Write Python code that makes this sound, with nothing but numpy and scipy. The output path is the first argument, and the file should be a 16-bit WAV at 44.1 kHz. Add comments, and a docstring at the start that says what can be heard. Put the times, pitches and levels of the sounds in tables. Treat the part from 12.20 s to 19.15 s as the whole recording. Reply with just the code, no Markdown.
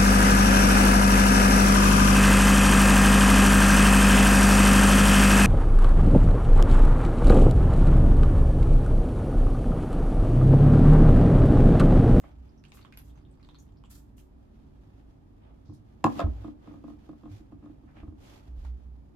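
"""In a small kitchen, a wet straining cloth is wrung out over jars of juice: films snap, bubbles ring and fizz.
A plastic jug is put down on the counter: its edge knocks, it lands flat with a thump, then rocks to and fro.
The cloth is shaken out while steps make the floor boom; room rumble and an appliance drone lie under everything.
Jug, booms and bubbles are sums of decaying sines; cloth, fizz and clicks are coloured noise under envelopes."""
import sys
import numpy as np
from scipy import signal
from scipy.io import wavfile

SR = 44100
rng = np.random.default_rng(int(sys.argv[2]) if len(sys.argv) > 2 else 0)


def log_audio(samples):
    """Write samples as a 16-bit WAV file to the path given in sys.argv[1]."""
    # one column per channel
    frames = np.atleast_2d(samples).T
    # limit to full scale, then quantise
    limited = np.clip(frames, -1, 1)
    pcm = np.round(limited * 32767).astype(np.int16)
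    wavfile.write(sys.argv[1], SR, pcm)


N = 306495


def from_db(db):
    """Level law: decibels to amplitude gain."""
    return 10 ** (np.asarray(db) / 20)


def rms_one(x):
    """Power normalisation: scale to unit root mean square."""
    return x / np.sqrt(np.mean(x ** 2) + 1e-20)


def in_time(points):
    """Linear interpolation of a curve in time, read at every sample."""
    seconds, values = np.transpose(points)
    return np.interp(np.arange(N) / SR, seconds, values)


def at_hz(points, hz):
    """Linear interpolation on a logarithmic frequency axis."""
    table_hz, values = np.transpose(points)
    return np.interp(np.log(hz), np.log(table_hz), values)


def panned(pan_db):
    """Intensity stereo: left and right gains that differ by pan_db, positive to the left."""
    return from_db(np.array([[.5], [-.5]]) * pan_db)


def add(out, s, sound):
    """Superposition: mix a sound in at time s."""
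    start = round(s * SR)
    out[:, start:start + sound.shape[-1]] += sound[..., :N - start]


def drift(rate_hz):
    """Lowpass random process: two equal poles leave a slow wander of unit spread."""
    step = 40   # samples between computed points
    pole = np.exp(-2 * np.pi * rate_hz * step / SR)
    settle = 2000   # points discarded while the filter settles
    raw = rng.standard_normal(N // step + settle + 2)
    slow = signal.lfilter([1], [1, -2 * pole, pole * pole], raw)[settle:]
    return np.interp(np.arange(N) / step, np.arange(len(slow)), rms_one(slow))


def dying(t, t60):
    """Exponential decay: the level falls 60 dB in t60 seconds."""
    return np.exp(-np.log(1000) * t / t60)


def bursts(times, levels_db, t60):
    """Impulsive excitation: the envelope jumps at each contact and decays exponentially."""
    kicks = np.zeros(N)
    kicks[np.round(times * SR).astype(int)] = from_db(levels_db)
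    return signal.lfilter([1], [1, -dying(1 / SR, t60)], kicks + 1e-18)


def swelling(start, attack, hold, t60):
    """Build-up and decay: a squared rise, a steady hold and an exponential fall."""
    t = np.arange(N) / SR - start
    rise = np.clip(t / attack, 0, 1) ** 2
    return rise * dying(np.clip(t - attack - hold, 0, 1), t60)


# Likeness of the left and right noise. Each row: frequency in Hz, left-right correlation from -1 to 1.
LIKENESS = [(60, 1), (130, 0.75), (290, -0.14), (640, -0.25), (3000, -0.093), (15000, -0.098)]


def noise_bands(size, low_hz=0, high_hz=SR):
    """Diffuse-field correlation: half-octave noise bands, alike in the bass; yields (Hz, band)."""
    edges = 20 * 2 ** (np.arange(21) / 2)
    white = rng.standard_normal((2, 2, size + SR // 4))   # the extra quarter second lets the filters settle
    for k, (low, high) in enumerate(zip(edges, edges[1:])):
        hz = np.sqrt(low * high)
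        if low_hz < hz < high_hz:
            sos = signal.butter(2, [low, high], "band", fs=SR, output="sos")
            # neighbouring bands take different noise
            mid, side = signal.sosfilt(sos, white[k % 2])[:, -size:]
            alike = at_hz(LIKENESS, hz)
            yield hz, np.sqrt(1 + alike) * mid + np.sqrt(1 - alike) * side * [[1], [-1]]


def noise(spectrum):
    """Spectral shaping: weighted bands give stereo noise of one colour, confined to its range; rms 1."""
    bands = noise_bands(N, spectrum[0][0] / np.sqrt(2), spectrum[-1][0] * np.sqrt(2))
    return rms_one(sum(from_db(at_hz(spectrum, hz)) * band for hz, band in bands))


# Reverberation of the room. Each row: frequency in Hz, decay time T60 in seconds.
ROOM_T60 = [(100, 0.43), (300, 0.47), (1000, 0.29), (4000, 0.15), (14000, 0.21)]


def kitchen(x, early_db, late_db, early_t60):
    """Room response: direct sound, quick reflections from jars, sink and wall, then the room's tail."""
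    t = np.arange(SR * 3 // 4) / SR
    bands = list(noise_bands(len(t)))
    early = sum(band for hz, band in bands) * dying(t, early_t60) * (t > .002)
    late = sum(band * dying(t, at_hz(ROOM_T60, hz)) for hz, band in bands) * (t > .012)
    echo = from_db(early_db) * rms_one(early) + from_db(late_db) * rms_one(late)
    return x + signal.fftconvolve(x, echo / np.sqrt(len(t)), axes=1)[:, :N]


# Colour of the room rumble. Each row: frequency in Hz, relative level in dB.
RUMBLE = [(20, -7), (45, 1.5), (62, -1), (90, 1), (160, -9.5), (300, -8), (430, -21.5), (700, -20.5),
          (1200, -32), (2000, -41), (4000, -47.5), (8000, -56), (12000, -52.5), (16000, -62)]
# Partials of the appliance drone. Each row: frequency in Hz, level in dB before it wavers.
HUM = [(56, -58.5), (99, -66.5), (148, -67), (199, -72.5), (222, -67), (268, -68), (297, -70), (369, -74.5)]


def background(rumble_db=-54.5, waver=0.65):
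    """Steady broadband noise plus narrow-band tones: low rumble under a randomly modulated drone."""
    t = np.arange(N) / SR
    drone = np.zeros(N)
    for hz, db in HUM:
        # the complex drift wavers both strength and phase
        modulation = 1 + waver * (drift(4.8) + 1j * drift(4))
        drone += from_db(db) * np.real(modulation * np.exp(2j * np.pi * hz * t))
    return from_db(rumble_db) * noise(RUMBLE) + drone


# Dull thuds through the counter, and one low thud of the floor (the last row).
# Each row: start in seconds, peak level in dB, pitch in Hz, swell in seconds.
THUDS = [(3.489, -36, 106, 0.0087), (3.844, -28.5, 108, 0.011), (4.04, -17.5, 75, 0.0075),
         (4.071, -23, 61, 0.012), (4.177, -40, 100, 0.025), (5.108, -38, 102, 0.013),
         (5.826, -39.5, 55.4, 0.0095), (5.88, -36.5, 82, 0.0058), (6.363, -39, 41.4, 0.029)]
# Steps that set the floor booming. Each row: start in seconds, peak level in dB.
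STEPS = [(0.16, -44.5), (0.811, -49), (6.275, -36.5), (6.433, -31), (6.641, -38)]


def thuds(floor_hz=62.23, floor_swell_s=0.052):
    """Heavily damped resonance: weight on counter or floor makes a low tone swell and die."""
    t, out = np.arange(SR) / SR, np.zeros((2, N))
    floor = [(s, db, floor_hz, floor_swell_s) for s, db in STEPS]
    for s, level_db, hz, swell in THUDS + floor:
        envelope = t / swell * np.exp(1 - t / swell)   # reaches 1 at t = swell
        add(out, s, from_db(level_db) * envelope * np.sin(2 * np.pi * hz * t))
    return out


# Cloth and apron against arm and counter edge. Each row: start in seconds, level in dB, hold in seconds,
# lower band edge in Hz, upper band edge in Hz.
SCUFFS = [(0.029, -70.5, 0.01, 600, 2400), (3.442, -77.5, 0.11, 3530, 6200),
          (3.522, -73, 0.014, 3460, 12000), (5.666, -66, 0.025, 594, 1930), (5.753, -62, 0.035, 600, 2720)]


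def scuffs(attack_s=0.015, t60_s=0.19, grain_db=1.5):
    """Stick-slip friction: taut fabric catches and slips in quick grains of band-limited noise."""
    out = np.zeros((2, N))
    for s, db, hold, low_hz, top_hz in SCUFFS:
        band = signal.butter(3, [low_hz, top_hz], "band", fs=SR, output="sos")
        grains = rng.standard_normal((2, N)) * from_db(grain_db * drift(200))
        slips = rms_one(signal.sosfilt(band, grains))
        out += from_db(db) * swelling(s, attack_s, hold, t60_s) * slips
    return out


# Level of a faint, airy, restless noise. Each row: time in seconds, soft-part level in dB about which it swings.
AIRY_NOISE = [(0, -82.5), (.3, -70.5), (.4, -79), (.6, -72), (1.3, -80), (2.1, -79.5), (2.7, -72),
              (3.1, -79), (3.7, -73.5), (4.35, -76.5), (4.65, -67), (5.4, -76), (6.3, -72), (6.95, -83)]
# Strokes of cloth, apron and sliding jug. Each row: start in seconds, length in seconds,
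# soft-rub peak in dB, crisp-rub peak in dB.
STROKES = [(0.0, 0.14, -61.5, -82), (3.188, 0.16, -66.5, -102), (3.856, 0.16, -57, -60),
           (3.952, 0.069, -46.5, -60), (4.037, 0.17, -64.5, -72), (4.146, 0.19, -60.5, -72.5),
           (4.41, 0.13, -62.5, -81.5), (4.7, 0.28, -82, -92), (5.087, 0.13, -71, -67.5),
           (5.396, 0.15, -75, -102), (5.734, 0.095, -62, -82), (5.971, 0.25, -63.5, -63.5),
           (6.358, 0.16, -71, -73.5), (6.5, 0.86, -95.5, -92)]
# Colours of the soft and the crisp part. Each row: frequency in Hz, relative level in dB.
RUB_SOFT = [(350, 8), (700, 7.5), (1200, 0), (2200, -7.5), (3500, -9.5), (6000, -45)]
RUB_CRISP = [(1500, 2), (3500, 2.5), (7000, -3.5), (9000, -13), (12000, -6), (14000, -24.5), (16000, -21)]


def rubbing(crisp_db=-8.5, swing_db=2.5, swing_hz=6.3, grain_db=1.72):
    """Amplitude-modulated noise: friction strokes swell over a faint, airy, restless noise, all grainy."""
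    airy_db = in_time(AIRY_NOISE) + swing_db * drift(swing_hz)
    strength = from_db(airy_db + np.array([[0], [crisp_db]]))   # rows: soft, crisp
    for start, length, soft_peak_db, crisp_peak_db in STROKES:
        swell = np.sin(np.linspace(0, np.pi, round(length * SR)))
        add(strength, start, from_db([[soft_peak_db], [crisp_peak_db]]) * swell)
    smooth = strength[0] * noise(RUB_SOFT) + strength[1] * noise(RUB_CRISP)
    # in the strokes, fibres catch and slip
    grainy = smooth * from_db(grain_db * drift(90))
    return kitchen(grainy, early_db=-17.0, late_db=-8.5, early_t60=0.098)


# Squeezes that send juice through the cloth. Each row: start in seconds, level in dB, hold in seconds.
SQUEEZES = [(-.03, -75, 0.027), (0.528, -69.5, 0.015), (0.757, -78, 0.11), (1.371, -75, 0.007),
            (1.688, -64.5, 0.059), (1.959, -70.5, 0.0033)]
# Colour of the fizz. Each row: frequency in Hz, relative level in dB.
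FIZZ_COLOUR = [(1500, -2.5), (3000, -5.5), (6500, 0.5), (9000, -0.5), (11500, 4), (13300, -6), (16000, 2.5)]


def fizz(attack_s=0.011, t60_s=0.26, grain_db=7.5):
    """Flow noise: tiny bubbles forced through the weave in clumps, as each squeeze builds, holds and dies."""
    flow = sum(from_db(db) * swelling(s, attack_s, hold, t60_s) for s, db, hold in SQUEEZES)
    spray = rms_one(noise(FIZZ_COLOUR) * from_db(grain_db * drift(380)))
    return kitchen(flow * spray, early_db=7.5, late_db=-9, early_t60=0.1)


# Grip on the cloth. Each row: time in seconds, grip from 0 to 1.
WRINGING = [(.3, 0.6), (.5, 0.8), (1.4, 0.84), (1.7, 0)]


def while_wringing(per_s):
    """Random point process: moments come more often the tighter the grip, per_s being the rate at grip 1."""
    return np.flatnonzero(rng.random(N) < in_time(WRINGING) * per_s / SR) / SR


# Colour of a snapping film, also used by tearing(). 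Each row: frequency in Hz, relative level in dB.
POP_CLICK = [(500, -1), (1000, 1.5), (2000, -0.5), (3500, -1.5), (6000, -11.5), (9000, -19), (12000, -29),
             (16000, -18)]


def crackle(per_s=40, level_db=-66, spread_db=0.5):
    """Random impulse noise: while the cloth is wrung, many faint films snap."""
    times = while_wringing(per_s)
    snaps = bursts(times, rng.normal(level_db, spread_db, len(times)), t60=0.0039) * noise(POP_CLICK)
    return kitchen(snaps, early_db=-5, late_db=-20, early_t60=0.035)


def tearing(times, click_db, after_db=-4, fade_db=9, tear_s=0.029, t60=0.0058, count=6):
    """Successive rupture: a film tears in one sharp snap and an uneven run of ticks, the later the weaker."""
    lateness = rng.random((len(times), count))
    tick_times = times[:, None] + tear_s * lateness
    tick_db = click_db[:, None] + after_db - fade_db * lateness
    ticks = bursts(tick_times.ravel(), tick_db.ravel(), t60)
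    return (bursts(times, click_db, t60) + ticks) * noise(POP_CLICK)


def bubble(t, hz, t60, swell_s=0.00041, rise_per_s=1.0):
    """Damped cavity resonance: one bubble rings, its pitch rising by the fraction rise_per_s each second."""
    phase = 2 * np.pi * hz * t * (1 + rise_per_s * t / 2)
    return np.sin(phase) * (1 - np.exp(-t / swell_s)) * dying(t, t60)


def small_pops(per_s=12, click_db=-69, bubble_db=-72, hollow_hz=1090):
    """Random bubble entrainment: faint high bubbles, as rows laid out like POPS."""
    times = while_wringing(per_s)
    pitches = np.exp(rng.uniform(*np.log((2500, 8900)), len(times)))   # Hz, even in log pitch
    return [(s, click_db, click_db, hollow_hz, bubble_db, hz) for s, hz in zip(times, pitches)]


# Distinct wet pops, and the small bright tap of the opening knock (the first row); levels before the trims
# in pops(). Each row: start in seconds, click level in dB, hollow level in dB, hollow pitch in Hz,
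# bubble (or tap) level in dB, bubble (or tap) pitch in Hz.
POPS = [(.037, -80, -58, 1150, -49, 1980), (.292, -71, -71, 1090, -64, 5040),
        (.377, -74, -74, 1100, -59.5, 5700), (.439, -49.5, -56.5, 1600, -45.5, 2710),
        (.484, -57, -70, 1100, -59.5, 8200), (.5197, -48.5, -53, 1000, -48, 2530),
        (.547, -65, -55, 1110, -52, 11900), (.5725, -52.5, -53, 1120, -50.5, 2330),
        (.592, -57, -54, 1120, -60, 2850), (.613, -55, -58, 1300, -51.5, 4100),
        (.649, -53, -47, 1060, -52, 3200), (.7243, -51, -50, 1590, -44, 2320),
        (.7728, -44, -57, 1490, -38.5, 11720), (.897, -70, -70, 1100, -59, 3300),
        (.957, -69, -61, 1110, -64.5, 6520), (.976, -59, -56, 990, -64, 2100),
        (1.05, -77, -74, 1103, -60, 3240), (1.11, -77, -80, 1100, -64, 8350),
        (1.198, -68, -60, 1180, -61, 2220), (1.229, -54.5, -63, 1100, -52.5, 4200),
        (1.2885, -53, -48.5, 1000, -48.5, 3660), (1.346, -56, -54, 1010, -46.5, 3940),
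        (1.387, -64, -73, 1000, -49, 6480), (1.571, -73, -69, 1017, -61, 4860),
        (1.6385, -57, -50, 1040, -52.5, 3020), (1.648, -75, -69, 1010, -61, 7400),
        (1.981, -57, -66, 990, -54.5, 2850), (6.449, -53, -45, 890, -52, 1330)]
# Hollow under the cloth. Each row: multiple of its pitch, decay time T60 in seconds, relative level in dB.
POP_BODY = [(1, 0.015, 2.5), (1.4, 0.011, -7.5), (2.5, 0.01, -10)]


def pops(ring_t60=0.012, hollow_trim_db=-1, first_db=-3, later_db=-8.0, later_s=0.02, pitch_spread=0.13):
    """Impulse-excited cavities: a film snaps, the hollow below answers, a bubble and its neighbours ring."""
    pan_db, spread_db = -1.0, 6.5   # left-right mean and scatter
    rows = POPS + small_pops()
    times, click_db = np.transpose(rows)[:2]
    t = np.arange(SR // 10) / SR
    out = tearing(times, click_db)
    for s, _, hollow_db, hollow_hz, bubble_db, hz in rows:
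        hollow = np.zeros(len(t))
        for k, (ratio, t60, db) in enumerate(POP_BODY):
            hollow += (-1) ** k * from_db(db) * bubble(t, hollow_hz * ratio, t60)
        first = from_db(bubble_db + first_db) * bubble(t, hz, ring_t60)
        place = panned(rng.normal(pan_db, spread_db))
        add(out, s, place * (from_db(hollow_db + hollow_trim_db) * hollow + first))
        # eight neighbours follow at random delays, pitches and sides
        for delay, detune, side in rng.uniform((0, -1, -1), (1, 1, 1), size=(8, 3)):
            neighbour = from_db(bubble_db + later_db) * bubble(t, hz * (1 + pitch_spread * detune), ring_t60)
            add(out, s + later_s * delay, panned(spread_db * side) * neighbour)
    return kitchen(out, early_db=-3.5, late_db=-17, early_t60=0.16)


# The jug is bumped, knocks on its edge, bounces, then chatters down flat. Each row: time in seconds,
# body force in dB, wall force in dB, tick force in dB, contact from 0 (flat base) to 1 (edge).
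KNOCKS = [(.039, -53, -42, -82, 0.25), (3.494, -39.5, -56, -95, 0.62), (3.52, -48.5, -60, -92, 0.52),
          (3.8415, -13.5, -12.5, -25, 0.83), (3.8635, -30, -18.5, -41.5, 0.8), (3.96, -37, -59, -74, 0.027),
          (3.9928, -34, -17.5, -37.5, 0), (4.0025, -47, -22.5, -36.5, 0.095),
          (4.013, -29, -25.5, -45.5, 0.13), (4.0245, -31.5, -32.5, -62, 0), (4.064, -34.5, -39, -66, 0.28)]
# It rocks from side to side with uneven rebounds. Each row: time in seconds, body force in dB, wall force in dB.
ROCKS = [(4.2434, -33.5, -38.5), (4.279, -36, -44), (4.473, -39.5, -42.5), (4.507, -43, -50),
         (4.5383, -43, -46.5), (4.568, -46, -53), (4.639, -35, -44), (4.679, -44, -44.5),
         (4.7, -42.5, -48.5), (4.733, -46.5, -59), (4.8901, -38.5, -43), (4.929, -45, -51.5),
         (5.033, -41.5, -47.5), (5.055, -40.5, -44.5), (5.075, -47, -51), (5.202, -46.5, -67),
         (5.3202, -41.5, -48.5), (5.424, -47, -57), (5.438, -43.5, -52), (5.458, -42, -48),
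         (5.495, -45, -55), (5.633, -48, -59), (5.766, -48, -54), (5.83, -41.5, -47), (5.877, -42.5, -53),
         (5.923, -45, -58.5)]


def contacts(rock_tick_db=-21.5, rock_edge=0.29):
    """Impact sequence: every touch of the jug in the columns of KNOCKS, rocking ticks set below the wall."""
    return KNOCKS + [(s, body, wall, wall + rock_tick_db, rock_edge) for s, body, wall in ROCKS]


# Modes of jug and counter top. Each row: nominal frequency in Hz, decay time T60 in seconds,
# relative level in dB struck on the edge, relative level in dB struck flat, left-right difference in dB.
JUG = [(157, 0.14, -10, -13.5, 4), (228.5, 0.21, -11, -5.5, 6), (276.6, 0.28, -15, -4.5, 1),
       (303.2, 0.11, -2.5, 5.5, -5.5), (337, 0.13, -6, -22, -8.5), (375.6, 0.14, -16, -23, -9.5),
       (497, 0.067, -13, -14.5, 5), (591.5, 0.038, -16.5, -5, -12), (682.7, 0.06, -18.5, -4.5, 2.5),
       (802, 0.028, 5, -11.5, 5.5), (920, 0.03, -6, -21, 1), (1004, 0.034, 5, -14.5, -0.5),
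       (1110, 0.056, -4.5, -15, 6), (1249, 0.075, -19, -10.5, -1), (1393, 0.07, -20.5, -23, 2.5),
       (1658, 0.044, -12.5, -19, 3), (2092, 0.02, -14.5, -19, 1), (2624, 0.019, -1, -3, 8.5),
       (3250, .025, -20.5, -9.5, 1.5), (3660, 0.019, -13, -4.5, -2), (4700, 0.015, -21, -11, 0),
       (5210, 0.014, -12.5, -23, -7.5), (7100, 0.0091, -7.5, -18.5, -3), (7670, 0.014, -18, -19.5, 3)]
# Colour of the contact noise. Each row: frequency in Hz, relative level in dB.
CRACK = [(300, -1.5), (1200, 8), (2000, -0.5), (3500, 0.5), (7500, -6), (9500, -21.5), (12000, -11),
         (16000, -30.5)]


def jug(grind_db=-15.0, grind_t60=0.1, edge_grind_db=-9, crack_db=-2.5, flat_crack_db=-1,
        swell_cycles=1.0, scatter_db=3.2, pitch_scatter=0.035):
    """Modal synthesis: contacts ring one set of modes, weighted by striking point and force spectrum."""
    times, body_db, wall_db, tick_db, edge = np.transpose(contacts())
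    hz, t60, edge_db, flat_db, pan_db = np.transpose(JUG)
    t, out = np.arange(SR // 2) / SR, np.zeros((2, N))
    signs = (-1) ** np.arange(len(hz))[:, None]
    swell = 1 - np.exp(-np.outer(hz, t) / swell_cycles)   # the heavy low modes take longest to get going
    for s, body, wall, tick, share in zip(times, body_db, wall_db, tick_db, edge):
        force_db = at_hz([(400, body), (600, wall), (1300, wall), (2600, tick)], hz)
        # the wide base touches at a different spot each time, which shifts pitch and strength of the modes
        detune, uneven = (1 - share) * rng.uniform(-1, 1, (2, len(hz)))
        struck_hz = hz * (1 + pitch_scatter * detune)
        rings = signs * np.sin(2 * np.pi * np.outer(struck_hz, t)) * dying(t, t60[:, None])
        point_db = share * edge_db + (1 - share) * flat_db
        strength = from_db(force_db + point_db + scatter_db * uneven)
        add(out, s, (panned(pan_db) * strength) @ (swell * rings))
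    crack_envelope = bursts(times, tick_db + (1 - edge) * flat_crack_db, t60=0.016)
    crack = from_db(crack_db) * crack_envelope * noise(CRACK)
    # the plastic slides a little at each touch, on its base more than on its edge
    grind_envelope = bursts(times, wall_db + edge * edge_grind_db, grind_t60)
    grind_colour = [(200, -6.0), (400, 8.0), (650, -1), (1300, -8.0), (2000, -16.0), (2800, -20.5)]   # (Hz, dB)
    grind = from_db(grind_db) * grind_envelope * noise(grind_colour)
    return kitchen(out + crack + grind, early_db=-8.0, late_db=-16.0, early_t60=0.089)


def scene():
    """Superposition of all sources, leaning slightly to the right."""
    booms = kitchen(thuds(), early_db=-13.5, late_db=-11.5, early_t60=0.38)
    friction = rubbing() + scuffs()
    wet = fizz() + crackle() + pops()
    return (background() + booms + friction + wet + jug()) * panned(pan_db=-1.5)


def record(dry):
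    """Lowpass filtering: the microphone dulls the highest treble, and the top is cut steeply."""
    dulled = signal.sosfilt(signal.butter(4, 13500, fs=SR, output="sos"), dry)
    # order 14, at least 60 dB down from 16800 Hz
    return signal.sosfilt(signal.cheby2(14, 60, 16800, fs=SR, output="sos"), dulled)


dry = scene()
out = record(dry)
log_audio(out)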